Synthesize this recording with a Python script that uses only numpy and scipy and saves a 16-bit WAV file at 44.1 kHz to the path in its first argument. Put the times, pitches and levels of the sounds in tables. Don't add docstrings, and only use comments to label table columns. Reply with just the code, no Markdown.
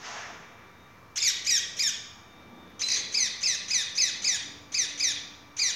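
import sys
import numpy as np
from scipy import signal
from scipy.fft import rfft, irfft
from scipy.io import wavfile
from scipy.ndimage import uniform_filter1d

SR = 44100
rng = np.random.default_rng(int(sys.argv[2]) if len(sys.argv) > 2 else 0)


def gain_from_db(level_db):
    decades = np.asarray(level_db, float) / 20
    return 10 ** decades


def transcribe(u):
    v = np.clip(np.atleast_2d(u).T, -1, 1)
    q = np.round(v * 32767).astype(np.int16)
    wavfile.write(sys.argv[1], SR, q)


N = 253575
TIME = np.arange(N) / SR

# f/Hz, level/dB per Hz
WASH_COLOUR = [(22, -26), (40, -7), (55, -11), (85, 3.5), (200, -7), (500, -16), (1200, -6.5), (2400, -14),
               (3000, -20), (4500, -24.5), (6200, -21.5), (7800, -38), (10000, -36.5), (15500, -31.5)]
# f/Hz, level/dB per Hz
TYRE_COLOUR = [(90, -20), (180, -0.5), (500, -6), (900, -10), (2000, -54)]
# t/s, rise/dB, half length/s
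CARS = [
    (.4, 2.5, 0.15),
    (1.75, 1.5, 0.27),
    (2.7, 5.5, 0.34),
    (3.302, 2.5, 0.37),
    (4.4, 5, 0.38),
    (5.15, 3.5, 0.21),
]
# f/Hz, level/dB
SHAFT_TONES = [(954, -69), (1168.5, -64), (2337, -64)]
# f/Hz, level at full load/dB
LOAD_TONES = [(2950, -76), (3327, -74), (3505, -75), (3637, -65), (3702, -66.5), (4678, -84)]
# t/s, level/dB
SHAFT_LOAD = [(.4, -4.5), (.85, -9.5), (1.0, -25), (1.2, -22), (2.1, -5.5), (2.8, -2), (3.6, -16),
              (5.4, -12), (5.55, -22)]
# f/Hz, level/dB per Hz
HISS_COLOUR = [(210, -49), (350, -31), (412, -3), (499, -16), (701, 1.5), (789, -2.5), (1810, 0),
               (4080, -14), (5700, -7), (6540, -7.5), (7930, -31.5), (12000, -49), (15600, -80),
               (22000, -120)]
# edge f/Hz, extra fall/dB per s
HISS_DULLING = (3200, 15.7)
# t of top pitch/s, top to end/s, top f/Hz, shelf f/Hz, effort level/dB
PLAIN_SQUAWKS = [
    (1.489, .109, 2573, 1929, -21),
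    (1.812, 0.098, 2485, 1843, -23),
    (3.164, .119, 2632, 2192, -21.5),
    (3.452, 0.11, 2700, 2110, -21),
    (3.726, 0.11, 2585, 2053, -21),
    (3.997, 0.11, 2634, 2078, -21),
    (4.264, 0.11, 2585, 2024, -21),
    (4.764, .098, 2613, 2075, -22.5),
    (5.021, 0.11, 2583, 2018, -22),
    (5.611, .107, 2500, 2090, -21),
]
# t/s, f/Hz, effort level/dB
BROKEN_NOTES = [
    [(1.165, 883, -30), (1.172, 1416, -25.5), (1.183, 2273, -19.5), (1.196, 2670, -37)],
    [(1.199, 3760, -28), (1.208, 3610, -24), (1.217, 3600, -25)],
    [(1.217, 2697, -24), (1.24, 2630, -23), (1.262, 2250, -20), (1.279, 1927, -16), (1.291, 1830, -23),
     (1.308, 1425, -24)],
    [(2.8, 949, -34.5), (2.808, 1445, -33.5), (2.82, 2136, -20.5), (2.832, 2950, -22)],
    [(2.832, 3980, -22), (2.842, 4045, -20), (2.86, 4050, -22), (2.878, 4070, -18), (2.888, 4090, -19)],
    [(2.882, 2758, -28), (2.93, 2755, -24), (2.958, 2598, -26.5)],
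    [(2.958, 2555, -25.5), (2.98, 2296, -28.5), (3.005, 2060, -30)],
]
BROKEN_RASP = [1.2, 1.6, 1.6, 1.2, .9, 1.5, 4]
# time before top/s, share of top f, level over effort/dB
CLIMB = [(.038, .41, -13), (.025, .68, -10), (.016, .91, 2.5), (.007, .985, 2)]
# time/s, share of top f, level over effort/dB
SHOULDER = (.009, .96, 2.5)
# top to shelf/s, level choked at top/dB, share of shelf f halfway, before closing, at end,
# level before closing/dB, level at end/dB
SAG_FACING = (.023, -4, .97, .825, .66, -3, -22)
SAG_ASIDE = (.025, -7, .92, .825, .645, -3.5, -11)
# first t/s, gap/s, gap growth/s, share of f lost, share kept at each beat
TRILLS = [
    (1.227, .011, -.001, .2, .68),
    (2.886, .0152, .0036, .33, .97),
]
TRILL_BEATS = [4, 5]
SAG_WIDTH = [.29, .36]
# f/Hz, level/dB
THROAT_FACING = [(800, -48), (1400, -18), (1900, -15.5), (2500, -12), (2950, -9.5), (3500, -11),
                 (4700, -19), (5450, -2.5), (6500, -2), (7500, -16.5), (8500, -27), (10000, -35.5),
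                 (11500, -25.5), (15500, -47.5)]
# f/Hz, level/dB
THROAT_ASIDE = [(800, -26.5), (1500, -19), (2000, -17), (2450, -12.5), (2900, -15), (3700, -13),
                (4600, -17), (5400, -12.5), (6150, 0.5), (7000, -12), (7700, -29), (9700, -30.5),
                (11800, -38.5), (15500, -46)]
# f/Hz, half width/Hz, level when wide/dB, voice f shut/Hz, voice f wide/Hz
BEAK = (4727, 870, 12.35, 1560, 2410)
# f/Hz, level/dB
BREATH_LIFT = [(6500, 6), (8000, 10.5), (15500, -11)]
# f/Hz, level sent back/dB
WALL_COLOUR = [(500, 13.5), (1500, -3), (3500, 3), (6000, -10), (8000, 0), (11000, -2), (16000, -15.5)]
# f/Hz, T60/s
WALL_T60 = [(500, .9), (2500, .8), (6000, .7), (8000, .5), (11000, .36), (14000, .3)]
# delay/s, level/dB
ECHOES = [
    (.003, -16.5),
    (.007, -12.5),
    (.013, -9.5),
]
# f/Hz, level/dB
OPPOSITE_COLOUR = [(1200, -40), (2600, -24), (3300, -1), (4200, -20), (7000, -44)]
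# t/s, level/dB, half length/s
SCRAPE = (2.703, -72, .008)
# t on/s, length/s, level/dB
DRONE_BURSTS = [
    (4.45, 0.24, -58.5),
    (4.88, 0.32, -58),
    (5.3, 0.28, -61.5),
]

TURN_S = 2.4
FAINT_DB = -24


def colour_db(hz, table):
    f, v = np.transpose(table)
    return np.interp(np.log(np.maximum(hz, 1)), np.log(f), v)


def curve(table):
    return np.interp(TIME, *np.transpose(table))


def coloured(x, table):
    size = 2 ** int(np.ceil(np.log2(len(x))))
    hz = np.arange(size // 2 + 1) * SR / size
    return irfft(rfft(x, size) * gain_from_db(colour_db(hz, table)), size)[:len(x)]


def noise_band(count, hz, edge, skirt):
    shape = [(hz / skirt, -40), (hz / edge, -3), (hz, 0), (hz * edge, -3), (hz * skirt, -40)]
    return coloured(rng.standard_normal(count), shape)


def unit(x):
    return x / np.sqrt(np.mean(x ** 2))


def walk(rate_hz):
    k = int(SR / rate_hz)
    steps = np.repeat(rng.standard_normal(N // k + 1), k)
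    return unit(uniform_filter1d(uniform_filter1d(steps, k), k)[:N])


def held(on_s, long_s, db, rise_db_s, fall_db_s):
    before_s = np.maximum(on_s - TIME, 0)
    after_s = np.maximum(TIME - on_s - long_s, 0)
    return db - rise_db_s * before_s - fall_db_s * after_s


def restless(table, swell_db, flicker_db, quiet_db=-99):
    out = 0
    centres_hz = 30 * 2. ** np.arange(10)
    for hz in centres_hz[colour_db(centres_hz, table) > quiet_db]:
        band = unit(noise_band(N, hz, np.sqrt(2), 2)) * np.sqrt(hz)
        motion_db = swell_db * walk(1.51) + flicker_db * walk(10)
        out = out + band * gain_from_db(min(1, 2500 / hz) * motion_db)
    return unit(coloured(out, table))


def town_wash():
    return gain_from_db(-52.5 - 2.5) * restless(WASH_COLOUR, swell_db=0.43, flicker_db=1.0)


def traffic():
    level_db = -55.5 - 3.5
    for s, db, half_s in CARS:
        level_db = level_db + db * np.exp(-((TIME - s) / half_s) ** 2)
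    return gain_from_db(level_db) * restless(TYRE_COLOUR, 1.0, 1.75, FAINT_DB)


def whine():
    turns = 2 * np.pi * np.cumsum(1 + 0.000555 * walk(4.88)) / SR

    def ring(table):
        return sum(gain_from_db(db + hz / 1200 * walk(14)) * np.sin(hz * turns) for hz, db in table)

    return np.sqrt(2) * (ring(SHAFT_TONES) + gain_from_db(curve(SHAFT_LOAD)) * ring(LOAD_TONES))


def far_hiss():
    level_db = held(on_s=0.065, long_s=0.12, db=-37.5, rise_db_s=180, fall_db_s=46.5)
    hiss = gain_from_db(level_db) * restless(HISS_COLOUR, 0.85, 1.0, 2 * FAINT_DB)
    edge_hz, dulling_db_s = HISS_DULLING
    treble = coloured(hiss, [(edge_hz / 1.3, -40), (edge_hz * 1.3, 0)])
    return hiss + treble * (gain_from_db(1.5 - dulling_db_s * TIME) - 1)


def squawk(top_s, tail_s, top_hz, shelf_hz, db):
    sag = SAG_FACING if top_s < TURN_S else SAG_ASIDE
    drop_s, top_db, half, late, end, late_db, end_db = sag
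    past_s, past_share, past_db = SHOULDER
    knee_s = top_s + drop_s
    close_s = top_s + tail_s - .018
    climb = [(top_s - s, share * top_hz, db + over_db) for s, share, over_db in CLIMB]
    return climb + [
        (top_s, top_hz, db + top_db),
        (top_s + past_s, past_share * top_hz, db + past_db),
        (knee_s, shelf_hz, db + 0.5),
        ((knee_s + close_s) / 2, half * shelf_hz, db),
        (close_s, late * shelf_hz, db + late_db),
        (top_s + tail_s, end * shelf_hz, db + end_db)]


def trills():
    left = np.ones(N)
    for (s, gap_s, grows_s, lost, kept), beats, width in zip(TRILLS, TRILL_BEATS, SAG_WIDTH):
        for k in range(beats):
            at_s = s + k * gap_s + k * (k - 1) / 2 * grows_s
            half_s = width * (gap_s + (k - 1) * grows_s)
            left = left * (1 - lost * kept ** k * np.exp(-((TIME - at_s) / half_s) ** 2))
    return left


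def breath_noise(throat):
    return unit(coloured(coloured(rng.standard_normal(N), throat), BREATH_LIFT))


def parakeets():
    lead_s, catch_s, catch_rough = .008, .012, 5.44
    shimmer_db, shimmer_rise_db = 0.5, 0.74
    slope_db, thin_db, breath_db = -0.46, -2.5, -20
    sag = trills()
    kick = gain_from_db(.06 * SR * np.gradient(sag) + 16 * (1 - sag))
    wobble = .0075 * walk(600)
    flutter = [walk(200) for _ in range(4)]
    breath_facing, breath_aside = breath_noise(THROAT_FACING), breath_noise(THROAT_ASIDE)
    beak_hz, half_hz, beak_db, shut_hz, wide_hz = BEAK
    notes = [squawk(*row) for row in PLAIN_SQUAWKS] + BROKEN_NOTES
    rasps = [1] * len(PLAIN_SQUAWKS) + BROKEN_RASP
    voice = np.zeros(N)
    for note, rasp in zip(notes, rasps):
        s, hz, db = np.transpose(note)
        facing = s[0] < TURN_S
        throat = THROAT_FACING if facing else THROAT_ASIDE
        breath = breath_facing if facing else breath_aside
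        from_rest = hz[0] < 1500
        start_s = s[0] - from_rest * lead_s
        span = slice(int(start_s * SR), int(s[-1] * SR))
        t = TIME[span]
        pitch = uniform_filter1d(np.interp(t, s, hz), int(.008 * SR), mode="nearest")
        slack = from_rest * np.exp(-((t - start_s) / (lead_s + catch_s)) ** 2)
        rough = rasp * (1 + catch_rough * slack)
        pitch = pitch * np.where(pitch < 3200, sag[span], 1) * np.exp(rough * wobble[span])
        fade = np.clip(np.minimum(t - start_s, s[-1] - t) / .003, 0, 1)
        gate = gain_from_db(np.interp(t, s, db)) * kick[span] * fade
        phase = 2 * np.pi * np.cumsum(pitch) / SR
        gape = np.clip((pitch - shut_hz) / (wide_hz - shut_hz), 0, 1)
        for k in range(1, 13):
            partial_hz = k * pitch
            uneven_db = (shimmer_db + shimmer_rise_db * min(k, 6)) * flutter[k % 4][span]
            ring_db = gape * beak_db * np.exp(-((partial_hz - beak_hz) / half_hz) ** 2)
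            tilt_db = slope_db * k + thin_db * gape ** 4 * np.clip(k - 2, 0, 1)
            gain = gain_from_db(colour_db(partial_hz, throat) + ring_db + tilt_db + uneven_db)
            gain = gain * (partial_hz < 15600)
            voice[span] += np.sqrt(2) * gate * (1 - 0.59 * slack) * gain * np.sin(k * phase)
        voice[span] += gain_from_db(breath_db) * rough * gate * breath[span]
    return voice


def delayed(x, delay_s):
    return np.pad(x, (int(delay_s * SR), 0))[:N]


def yard(x):
    wet_db, build_s = -3, 0.0089
    t = TIME[:int(1.1 * SR)]
    tail = 0
    for hz in 500 * 2 ** np.arange(0, 5.1, .5):
        band = noise_band(len(t), hz, 1.19, 1.6)
        tail = tail + band * gain_from_db(-60 * t / colour_db(hz, WALL_T60))
    tail = tail * (1 - np.exp(-t / build_s))
    response = gain_from_db(wet_db) * coloured(tail / np.sqrt(np.sum(tail ** 2)), WALL_COLOUR)
    wet = signal.fftconvolve(x, response)[:N]
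    wet = np.interp(TIME + .00017 * walk(40), TIME, wet)
    near = x + sum(gain_from_db(db) * delayed(x, late_s) for late_s, db in ECHOES)
    opposite = coloured(delayed(x, .073), OPPOSITE_COLOUR)
    return near + opposite + wet


def scrape():
    s, db, half_s = SCRAPE
    colour = [(9500, -40), (11500, 1.0), (13000, 0), (15000, -30)]
    noise = unit(coloured(rng.standard_normal(N), colour))
    return gain_from_db(db) * np.exp(-((TIME - s) / half_s) ** 2) * noise


def drone():
    hz, fade_db_s = 292, 302
    level = sum(gain_from_db(held(*row, fade_db_s, fade_db_s)) for row in DRONE_BURSTS)
    phase = 2 * np.pi * np.cumsum(hz * (1 + 0.00553 * walk(6))) / SR
    return np.sqrt(2) * level * np.sin(phase)


def scene():
    birds = yard(parakeets()) * gain_from_db(-1.5)
    machines = whine() + drone()
    town = town_wash() + traffic() + far_hiss()
    return (birds + machines + town + scrape())[None]


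def roll_off(x):
    return signal.sosfilt(signal.butter(12, 15810, fs=SR, output="sos"), x)


def record(dry):
    mix = dry - .0006
    return roll_off(mix)


dry = scene()
out = record(dry)
transcribe(out)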